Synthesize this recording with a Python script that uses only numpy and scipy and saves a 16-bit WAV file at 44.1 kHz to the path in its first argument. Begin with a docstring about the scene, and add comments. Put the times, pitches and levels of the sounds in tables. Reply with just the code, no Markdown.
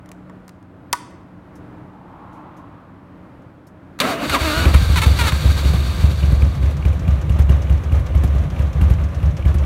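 """A big two-cylinder motorcycle starts up in a garage, heard from the saddle.
First the ignition switch snaps and a sleeve rustles, while traffic hums outside.
The electric starter knocks into gear, growls, skids on the engine's ring gear and spins down.
The cold engine idles unevenly: strong and weak puffs of gas thump down the pipes,
hard firings chirp and spit, and the valves tick."""
import numpy as np
import sys
import numpy as np
from scipy import signal
from scipy.fft import rfft, irfft, next_fast_len
from scipy.io import wavfile
from scipy.ndimage import uniform_filter1d, map_coordinates

SR = 44100
rng = np.random.default_rng(int(sys.argv[2]) if len(sys.argv) > 2 else 0)


def materialize(psi):
    """Save the field psi as 16-bit PCM at rate SR to the path in sys.argv[1].

    A 1-D psi becomes a single channel; in a 2-D psi each row is a channel.
    """
    bounded = np.clip(np.atleast_2d(psi).T, -1, 1)
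    quanta = np.round(bounded * 32767).astype(np.int16)
    wavfile.write(sys.argv[1], SR, quanta)


N = 425565
T = np.arange(N) / SR
LONG_RING, SHORT_RING = 0, 1  # a long-ringing or a short-ringing thump
SPREAD_DB = 2.2  # chance change in strength

# Tone of far traffic: pitch_hz, level_db
TRAFFIC_TONE = [(15, -56.5), (25, -18), (123, -3.5), (156, -7), (189, -8.5), (216, -11), (283, -5),
                (413, -16.5), (602, -16), (746, -19), (1390, -23), (3030, -40), (5950, -53.5), (12000, -58),
                (15700, -61)]
# Loudness of far traffic: time_s, level_db
TRAFFIC_LEVEL = [(0, -43), (1.3, -42), (3.07, -42), (3.7, -43.5)]
# A car's tyres, dull and bright: pitch_hz, level_db
TYRES_DULL = [(300, -24.5), (700, -7.5), (860, 3), (1000, -4), (1300, -11), (3500, -58), (9000, -89.5)]
TYRES_BRIGHT = [(400, -28), (900, -9.5), (1060, -3.5), (1250, -10.5), (1600, -20.5), (4000, -38.5),
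                (9500, -92.5)]
# Far machines: pitch_hz, level_db
HUM_TONES = [(91.5, -54), (183, -47.5), (301.5, -53), (624.5, -64)]
# Switch and finger clicks: start_s, level_db, ring_offset_db
CLICKS = [(.059, -43, -22.5), (.0902, -39, -23), (0.1163, -30, -26), (.297, -49, 0), (.4802, -34, -21.5),
          (.4923, -34.5, -24.5), (.6275, -50, -13), (0.9288, -2.5, -36), (.9324, -13.5, -10.5),
          (0.9526, -34.5, -7), (1.1065, -51, -11.5)]
# Ringing of the panel around the switch: pitch_hz, level_db, fade_s
PANEL_RING = [(612, -13, 0.027), (826, -22.5, 0.034), (973, 10, 0.06), (1120, 5, 0.068), (1218, 5, 0.084),
              (1480, -0.5, 0.083), (1816, 9.5, 0.029), (1990, 3.5, 0.025), (3040, -10.5, 0.017),
              (3900, -32, 0.0085), (7200, -10.5, 0.021)]
# Echo of the garage: pitch_hz, fade_s
WALL_FADE = [(300, 0.3), (1200, 1), (4000, 0.59), (8000, 0.5), (14000, 0.17)]
# Sleeve movements: start_s, level_db, fade_s
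RUSTLES = [(1.553, -53.5, .11), (2.325, -65.5, 0.37), (2.566, -60, 0.17), (3.42, -66, .055),
           (3.668, -51.5, 0.082)]
# Tone of the cloth: pitch_hz, level_db
CLOTH_TONE = [(1500, -30), (3000, -15), (6300, 1.5), (8000, -5.5), (12000, -5.5), (15800, -15.5)]
# Knocks of the starter's magnet switch and small gear: start_s, level_db, fade_s
KNOCKS = [(3.989, -23, .038), (4.0008, -19.5, .036), (4.013, -14.5, .069), (4.2958, -14, .054),
          (4.3463, -15.5, .042), (4.413, -21, .055), (4.7431, -17.5, .13), (5.3202, -20.5, .074)]
# That gear skidding on the ring gear: start_s, level_db, length_s, first_tooth_hz, last_tooth_hz
SKIDS = [(4.957, -24, .036, 500.7, 455), (5.016, -22.5, 0.032, 443, 440.6),
         (5.186, -24, 0.042, 487.3, 455.3), (5.232, -29, 0.065, 449, 456.3),
         (5.269, -25.5, 0.03, 426.4, 429)]
# Ringing of the ring gear: pitch_hz, width_hz, level_db
GEAR_RING = [(972, 360, 11), (1300, 415, 13), (2260, 800, 9), (4420, 530, -1.5), (4560, 190, -13.5),
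             (9100, 6960, -9)]
# The starter turning the engine: time_s, tooth_hz, growl_db, roughness (0 to 1), whir_db
CRANKING = [(4, 256.2, -28.5, 0.5, -34), (4.05, 262, -18.5, 0.68, -31.5), (4.11, 296.5, -21, 0.6, -28),
            (4.18, 298.2, -27.5, 0.8, -46.5), (4.25, 291.6, -21.5, .65, -32),
            (4.3, 315.5, -34.5, 0.7, -27.5), (4.35, 280.8, -14, 0.4, -24.5),
            (4.385, 253.3, -27.5, 0.7, -31.5), (4.43, 324, -23, .4, -26), (4.51, 301.9, -21.5, 0.29, -26.5),
            (4.6, 334, -24.5, 0.39, -25), (4.66, 306.5, -23.5, .85, -32), (4.72, 306, -28, .9, -32)]
# Ringing of the starter's housing: pitch_hz, width_hz, level_db
HOUSING_RING = [(249, 166, 5.5), (680, 106, 3), (1110, 330, -0.5), (2900, 610, -10)]
# Whine of the starter's spinning contacts: time_s, pitch_hz, level_db
WHINE = [(4.011, 543.7, -25.5), (4.098, 797.6, -30), (4.127, 652, -34), (4.255, 719, -38),
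         (4.274, 1093, -59), (4.29, 1502, -39), (4.33, 1432, -23), (4.35, 1177, -21), (4.37, 959, -25),
         (4.4, 1214, -50), (4.5, 1400, -33), (4.6, 1482, -26), (4.66, 1470, -31)]
# The whine at 1, 2 and 3 times its pitch: offset_db
WHINE_PARTS = [3, -7, -9]
# Tone of the brushes rubbing those contacts: pitch_hz, level_db
BRUSH_TONE = [(410, -3), (700, -8.5), (1090, -5.5), (1210, -1.5), (1670, -8), (1830, -15), (2010, -11.5),
              (3750, -6.5), (4160, -5), (4560, -22), (5400, -13), (9210, -16), (10200, -20.5),
              (12300, -17.5), (15700, -26)]
# The starter's shell, rung by the brushes: pitch_hz, width_hz, level_db
SHELL_RING = [(1200, 94, -7), (1585, 40, -0.5), (2300, 500, -8.5), (3465, 26, -2.5), (3710, 80, -3),
              (3856, 86, -9), (4210, 60, -4.5), (4506, 105, -5), (4700, 60, -4)]
# Loudness of the engine between thumps: time_s, rumble_db, case_db
IDLE_LEVEL = [(4.22, -45, -60), (4.3, -34, -50), (4.6, -29, -38), (4.8, -26, -34), (5.4, -27, -35),
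              (6.5, -28, -35.5), (9.65, -28, -35.5)]
# Rumble of pipes and room: pitch_hz, level_db
RUMBLE_TONE = [(25, -38), (40, -9.5), (58, 1.5), (80, 2), (110, -17), (135, -2), (157, -3.5), (185, -10),
               (230, -23), (400, -28.5), (600, -83.5)]
# Moving parts heard through the engine case: pitch_hz, level_db
CASE_TONE = [(150, -13), (250, -1.5), (443, -8), (527, -2), (901, -13), (1210, -8.5), (1340, -16),
             (1460, -14), (2460, -20), (3930, -26.5), (5000, -37), (5850, -32), (7850, -38.5),
             (11300, -39.5), (15700, -45.5)]
# Exhaust valve openings (the cold engine often misses):
# start_s, ring_length, pressure_db, chirp_db, spit_db
FIRINGS = [
    (4.263, LONG_RING, -21.5, -50, -45), (4.404, SHORT_RING, -9, -50, -45),
    (4.5637, LONG_RING, -8.5, -52.5, -50), (4.656, SHORT_RING, 2, -16, -16.5),
    (4.741, SHORT_RING, 4, -15, -15.5), (4.8158, SHORT_RING, -0.5, -40, -36),
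    (4.8911, SHORT_RING, 1, -40, -33), (4.9616, LONG_RING, -13, -45, -42.5),
    (5.059, LONG_RING, 3.5, -21, -17.5), (5.1343, SHORT_RING, -7, -45, -33),
    (5.2047, LONG_RING, -6, -47, -35), (5.3223, SHORT_RING, -4, -45, -33),
    (5.4461, LONG_RING, 2.5, -32, -27), (5.6469, LONG_RING, -0.5, -27.5, -33),
    (5.7361, SHORT_RING, 0, -31, -22.5), (5.8528, LONG_RING, -7, -57, -45),
    (6.0328, LONG_RING, 1.5, -27, -24.5), (6.2285, LONG_RING, 0, -28, -40),
    (6.32, SHORT_RING, 1.5, -38, -27.5), (6.4194, LONG_RING, 1, -24.5, -36),
    (6.6265, LONG_RING, -1, -29, -37), (6.7103, SHORT_RING, -17, -35.5, -33),
    (6.8504, LONG_RING, 0.3, -22, -27.5), (6.9305, SHORT_RING, -35, -35, -35.5),
    (7.0772, LONG_RING, 0.3, -28, -31.5), (7.1817, SHORT_RING, -7, -52, -39),
    (7.2934, LONG_RING, -1.5, -26, -28), (7.391, SHORT_RING, 1, -55, -22),
    (7.492, LONG_RING, 2.5, -24.5, -24.5), (7.6948, LONG_RING, -0.3, -33, -29.5),
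    (7.9193, LONG_RING, -0.7, -27, -31), (7.9947, SHORT_RING, -6.5, -48, -33),
    (8.1477, LONG_RING, -1.5, -33, -28.5), (8.2372, SHORT_RING, -1, -43, -21.5),
    (8.3501, LONG_RING, -2.5, -38, -34.5), (8.59, LONG_RING, -2.5, -31.5, -30),
    (8.811, LONG_RING, -0.5, -25, -25), (8.901, SHORT_RING, 1.5, -41, -24.5),
    (9.0083, LONG_RING, -7, -48, -42.5), (9.2267, LONG_RING, -1, -32, -35),
    (9.4509, LONG_RING, 0, -29, -30.5), (9.5439, SHORT_RING, -1.5, -44, -25.5)]
# The thump bouncing off a wall, long then short ring: delay_s, offset_db
WALL_BOUNCE = [(.056, -9.5), (.04, -8.5)]
# The rush of escaping gas, then two late returns in the pipe: delay_s, gain
PIPE_RETURNS = [(.0097, -.75), (.0303, .51), (.0437, .57)]
# Strength of the late returns, long then short ring: gain
LATE_GAINS = [0.96, 0.31]
# Deep ringing of the exhaust pipes: pitch_hz, width_hz, level_db
PIPE_RING = [(64.6, 46.4, 68), (68.7, 52.8, 68.5), (109, 12.9, 60.9)]
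# The short first pipe, which sharpens the thump: pitch_hz, width_hz, level_db
FIRST_PIPE_RING = [(170, 61, 26)]
# Timing of chirp and spit against the thump, long then short ring: delay_s
CHIRP_DELAYS = [.0005, -.003]
# Ringing of the cylinder head: pitch_hz, width_hz, level_db
HEAD_RING = [(2320, 260, 17.5), (2910, 130, 18), (3220, 280, 7.5)]
# Gas hissing past a valve: pitch_hz, level_db
SPIT_TONE = [(300, 2), (800, -5.5), (2000, -16), (6000, -27.5), (10400, -25), (11500, -22.5),
             (15800, -33.5)]
# Valve ticks in each engine cycle: cycle_share (0 to 1), level_db
TICKS = [(.13, -37.5), (.355, -44), (.625, -36)]
# Tone of the ticks: pitch_hz, level_db
TICK_TONE = [(2500, 6.5), (4200, -1), (6200, 4.5), (8000, -5.5), (10500, -13), (13000, -10), (15800, -28)]


def amp(db):
    """Turn decibels into a gain."""
    return 10 ** (np.asarray(db) / 20)


def unit(x):
    """Scale x to an average power of 1."""
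    return x / np.sqrt(np.mean(x ** 2) + 1e-20)


def along(points, hz):
    """Read between a table's pitches, on a log scale."""
    pitches, values = np.transpose(points)
    return np.interp(np.log(hz + 1), np.log(pitches + 1), values)


def curves(rows):
    """One value per sample for each column after the time."""
    s, *columns = np.transpose(rows)
    return [np.interp(T, s, column) for column in columns]


def wobble(rate):
    """A smooth curve through `rate` random points a second."""
    coarse = T[::32]
    points = rng.standard_normal(int(N * rate / SR) + 4)
    return np.interp(T, coarse, map_coordinates(points, [coarse * rate]))


def filtered(x, response):
    """Scale and shift each frequency of x by response(hz)."""
    size = next_fast_len(N + SR // 4)
    return irfft(rfft(x, size) * response(np.fft.rfftfreq(size, 1 / SR)), size)[:N]


def ringing(table):
    """The response of a ringing part; neighbouring pitches swing opposite ways."""
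    return lambda hz: sum((-1) ** k * amp(db) * 1j * hz * width / (pitch**2 - hz**2 + 1j * hz * width)
                          for k, (pitch, width, db) in enumerate(table))


def noise(tone):
    """Noise of the given tone, at power 1."""
    return unit(filtered(rng.standard_normal(N), lambda hz: amp(along(tone, hz))))


def spikes(times, gains):
    """One spike at each time."""
    return np.bincount(np.round(np.asarray(times) * SR).astype(int), gains, N)[:N]


def bursts(times, gains, rise_s, fade_s):
    """A loudness curve that jumps at each time, then falls 60 dB in fade_s."""
    out, t = np.zeros(N + SR), T[:SR // 5]
    for s, gain, fade in np.broadcast(times, gains, fade_s):
        out[round(s * SR):][:len(t)] += gain * amp(-60 * t / fade) * (1 - np.exp(-t / rise_s))
    return out[:N]


def street(nearest_s=2.36, car_db=-44, fade_db_per_s=24, brighten_s=.89):
    """Far traffic and machines hum; one car swells, brightens and fades as it passes."""
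    pass_db = car_db - fade_db_per_s * (np.hypot(T - nearest_s, .2) - .2)
    bright = np.clip(.49 + (T - nearest_s) / brighten_s, 0, .8)
    tyres = np.sqrt(1 - bright) * noise(TYRES_DULL) + np.sqrt(bright) * noise(TYRES_BRIGHT)
    car = amp(pass_db + .41 * wobble(7.3)) * tyres
    hum = sum(amp(db + 3 * wobble(2.8)) * np.sin(2 * np.pi * np.cumsum(hz + 1.5 * wobble(6)) / SR)
              for hz, db in HUM_TONES)
    traffic_db, = curves(TRAFFIC_LEVEL)
    return amp(traffic_db + 1.3 * wobble(5.1)) * noise(TRAFFIC_TONE) + car + hum


def ignition_switch():
    """Each click is a bright crack that rings the panel, never quite alike."""
    out, t = np.zeros(N + SR), T[:SR // 4]
    knob_band = signal.butter(1, [1500, 8000], "band", fs=SR)
    for s, db, ring_db in CLICKS:
        ring = sum(amp(level + rng.normal(0, SPREAD_DB) - 60 * t / fade) * np.sin(2 * np.pi * hz * t)
                   for hz, level, fade in PANEL_RING)
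        ring *= 1 - np.exp(-t / .00021)
        snap = amp(-60 * t / .015) * (1 - np.exp(-t / .000098))
        crack = signal.lfilter(*knob_band, snap * rng.standard_normal(len(t)))
        out[round(s * SR):][:len(t)] += amp(db) * crack + amp(db + ring_db) * ring
    return out[:N]


def garage_echo(x):
    """The walls answer x; each pitch dies away at its own speed."""
    hz, t, spectrum = signal.stft(rng.standard_normal(SR // 2), SR, nperseg=256)
    tail = signal.istft(spectrum * amp(-60 * t / along(WALL_FADE, hz)[:, None]), SR, nperseg=256)[1]
    return signal.fftconvolve(np.pad(x, (300, 0)), tail / np.linalg.norm(tail))[:N]


def sleeve():
    """Cloth brushes softly as the arm moves."""
    s, db, fade_s = np.transpose(RUSTLES)
    return bursts(s, amp(db), rise_s=.0023, fade_s=fade_s) * noise(CLOTH_TONE)


def teeth(hz, jitter=.02):
    """One uneven tap for each passing gear tooth."""
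    count = np.floor(np.cumsum(hz * (1 + jitter * wobble(90))) / SR)
    return unit(np.diff(count, prepend=0) * amp(SPREAD_DB * wobble(200)))


def skids():
    """How hard the starter's gear skids, and how fast the teeth pass."""
    strength, hz = np.zeros(N), np.zeros(N)
    for s, db, length, first_hz, last_hz in SKIDS:
        progress = (T - s) / length
        swell = amp(db) * np.clip(11 * progress, 0, 1) * np.clip(2.6 - 2.1 * progress, 0, 1)
        strength = np.maximum(strength, swell)
        hz = np.where(progress > 0, np.interp(progress, [0, 1], [first_hz, last_hz]), hz)
    return strength, hz


def starter_gear():
    """The small gear knocks into the ring gear and screeches when it skids."""
    s, db, fade_s = np.transpose(KNOCKS)
    strength, hz = skids()
    screech = strength * (teeth(hz) + .7 * rng.standard_normal(N))
    knocks = bursts(s, amp(db), rise_s=.0003, fade_s=fade_s) * rng.standard_normal(N)
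    return filtered(screech + knocks, ringing(GEAR_RING))


def starter_growl():
    """Hard-working gear teeth shake the housing."""
    hz, db, rough, _ = curves(CRANKING)
    turning = (T > CRANKING[0][0]) & (T < CRANKING[-1][0])
    grind = (1 - rough) * teeth(hz) + rough * rng.standard_normal(N)
    return turning * amp(db) * unit(filtered(grind, ringing(HOUSING_RING)))


def starter_whine():
    """The spinning contacts sing, sagging in pitch as a piston squeezes its air."""
    first, last = WHINE[0], WHINE[-1]
    hz, db = curves([(first[0] - .03, first[1], -90)] + WHINE + [(last[0] + .025, last[1], -90)])
    phase = 2 * np.pi * np.cumsum(hz * (1 + .0116 * wobble(120))) / SR
    return sum(amp(db + part_db + SPREAD_DB * wobble(70)) * np.sin(k * phase)
               for k, part_db in enumerate(WHINE_PARTS, 1))


def starter_whir(on_s, coast_s=5.23, fade_db_per_s2=9):
    """The brushes spark, whir louder at each skid and fade ever faster as the motor coasts."""
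    *_, whir_db = curves(CRANKING)
    level = amp(whir_db - fade_db_per_s2 * np.maximum(T - coast_s, 0) ** 2) + amp(-7.5) * skids()[0]
    level += bursts([on_s], amp(-11.5), rise_s=.0003, fade_s=.042)  # the spark
    shell = unit(filtered(rng.standard_normal(N), lambda hz: ringing(SHELL_RING)(hz) * (hz < 4800)))
    return level * amp(1.34 * wobble(45)) * (.95 * noise(BRUSH_TONE) + .81 * shell)


def starter_motor(on_s=4.0016):
    """The motor growls, whines and whirs once it gets current."""
    return (T > on_s) * (starter_growl() + starter_whine() + starter_whir(on_s))


def engine_rumble(thump):
    """The pipes' rumble and the noise of moving parts swell with each thump."""
    rumble_db, case_db = curves([(IDLE_LEVEL[0][0] - .05, -120, -120)] + IDLE_LEVEL)
    shake = unit(np.sqrt(np.abs(uniform_filter1d(thump ** 2, size=SR // 30))))
    rumble = amp(rumble_db + 2.2 * wobble(15)) * (1.37 + .15 * shake) * noise(RUMBLE_TONE)
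    case = amp(case_db + 1.26 * wobble(25)) * (.7 + .29 * shake) * noise(CASE_TONE)
    return rumble + case


def in_cycle(share, settled_s=5.4, last_cycle_s=.21):
    """Times this share of the way between long-ringing thumps, once the idle has settled."""
    starts = np.array([s for s, ring_length, *_ in FIRINGS if ring_length == LONG_RING and s > settled_s])
    times = starts + share * np.diff(starts, append=starts[-1] + last_cycle_s)
    return times[times < T[-1]]


def exhaust(pump_db=-9, late_db_per_db=.5):
    """Each firing, its wall bounce and each weak pumping stroke is a soft thump in the pipes."""
    s, ring_length, db, *_ = np.transpose(FIRINGS)
    ring_length = ring_length.astype(int)
    bounce_s, bounce_db = np.transpose(WALL_BOUNCE)[:, ring_length]
    pumps = in_cycle(.71)
    # A firing's late returns follow its pressure only in part.
    late = np.take(LATE_GAINS, ring_length) * amp((late_db_per_db - 1) * db)
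    late = np.concatenate([late, np.ones(len(s) + len(pumps))])
    db = np.concatenate([db, db + bounce_db, np.full(len(pumps), pump_db)])
    s = np.concatenate([s, s + bounce_s, pumps])
    (rush_s, rush_gain), *returns = PIPE_RETURNS
    push = spikes(s, amp(db)) + spikes(s + rush_s, rush_gain * amp(db))
    push += sum(spikes(s + delay, gain * late * amp(db)) for delay, gain in returns)
    boom = filtered(push, lambda hz: -ringing(PIPE_RING)(hz) / (1 + 1j * hz / 81.5) ** 2)
    rush = spikes(s + rush_s, amp(2.1 * db))  # strong firings snap far harder
    snap = filtered(rush, lambda hz: -ringing(FIRST_PIPE_RING)(hz) / (1 + 1j * hz / 350) ** 2)
    return boom + snap


def chirp_and_spit(ping_db=-38):
    """Hard firings ring the cylinder head and spit gas; squeezing the air adds a faint ping."""
    s, ring_length, _, chirp_db, spit_db = np.transpose(FIRINGS)
    s = s + np.take(CHIRP_DELAYS, ring_length.astype(int))
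    pings = in_cycle(.88)
    blows = bursts(s, amp(chirp_db), rise_s=.0012, fade_s=.02)
    blows += bursts(pings, amp(ping_db + rng.normal(0, 3, len(pings))), rise_s=.0008, fade_s=.028)
    chirp = filtered(blows * rng.standard_normal(N), ringing(HEAD_RING))
    return chirp + bursts(s, amp(spit_db), rise_s=.0025, fade_s=.09) * noise(SPIT_TONE)


def valve_ticks():
    """The valves tick at set places in the cycle, never quite alike."""
    ticks = 0
    for share, db in TICKS:
        s = in_cycle(share)
        ticks += bursts(s, amp(db + rng.normal(0, SPREAD_DB / 2, len(s))), rise_s=.002, fade_s=.064)
    return ticks * noise(TICK_TONE)


def scene(walls_db=-19):
    """The motorcycle close by and the street outside; only the sharp sounds get the long echo."""
    thump = exhaust()
    sharp = ignition_switch() + chirp_and_spit() + starter_motor() + starter_gear()
    echo = amp(walls_db) * garage_echo(sharp)
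    return (thump + sharp + echo + engine_rumble(thump) + valve_ticks() + street() + sleeve())[None]


def record(dry, ceiling=1.25, low_hz=26, top_hz=15800):
    """Round off the loudest peaks, then drop the deepest bass and the highest treble."""
    soft = dry / (1 + np.abs(dry / ceiling) ** 4) ** (1 / 4)
    return filtered(soft[0], lambda hz: (hz < top_hz) * hz ** 4 / (hz ** 4 + low_hz ** 4))[None]


dry = scene()
out = record(dry)
materialize(out)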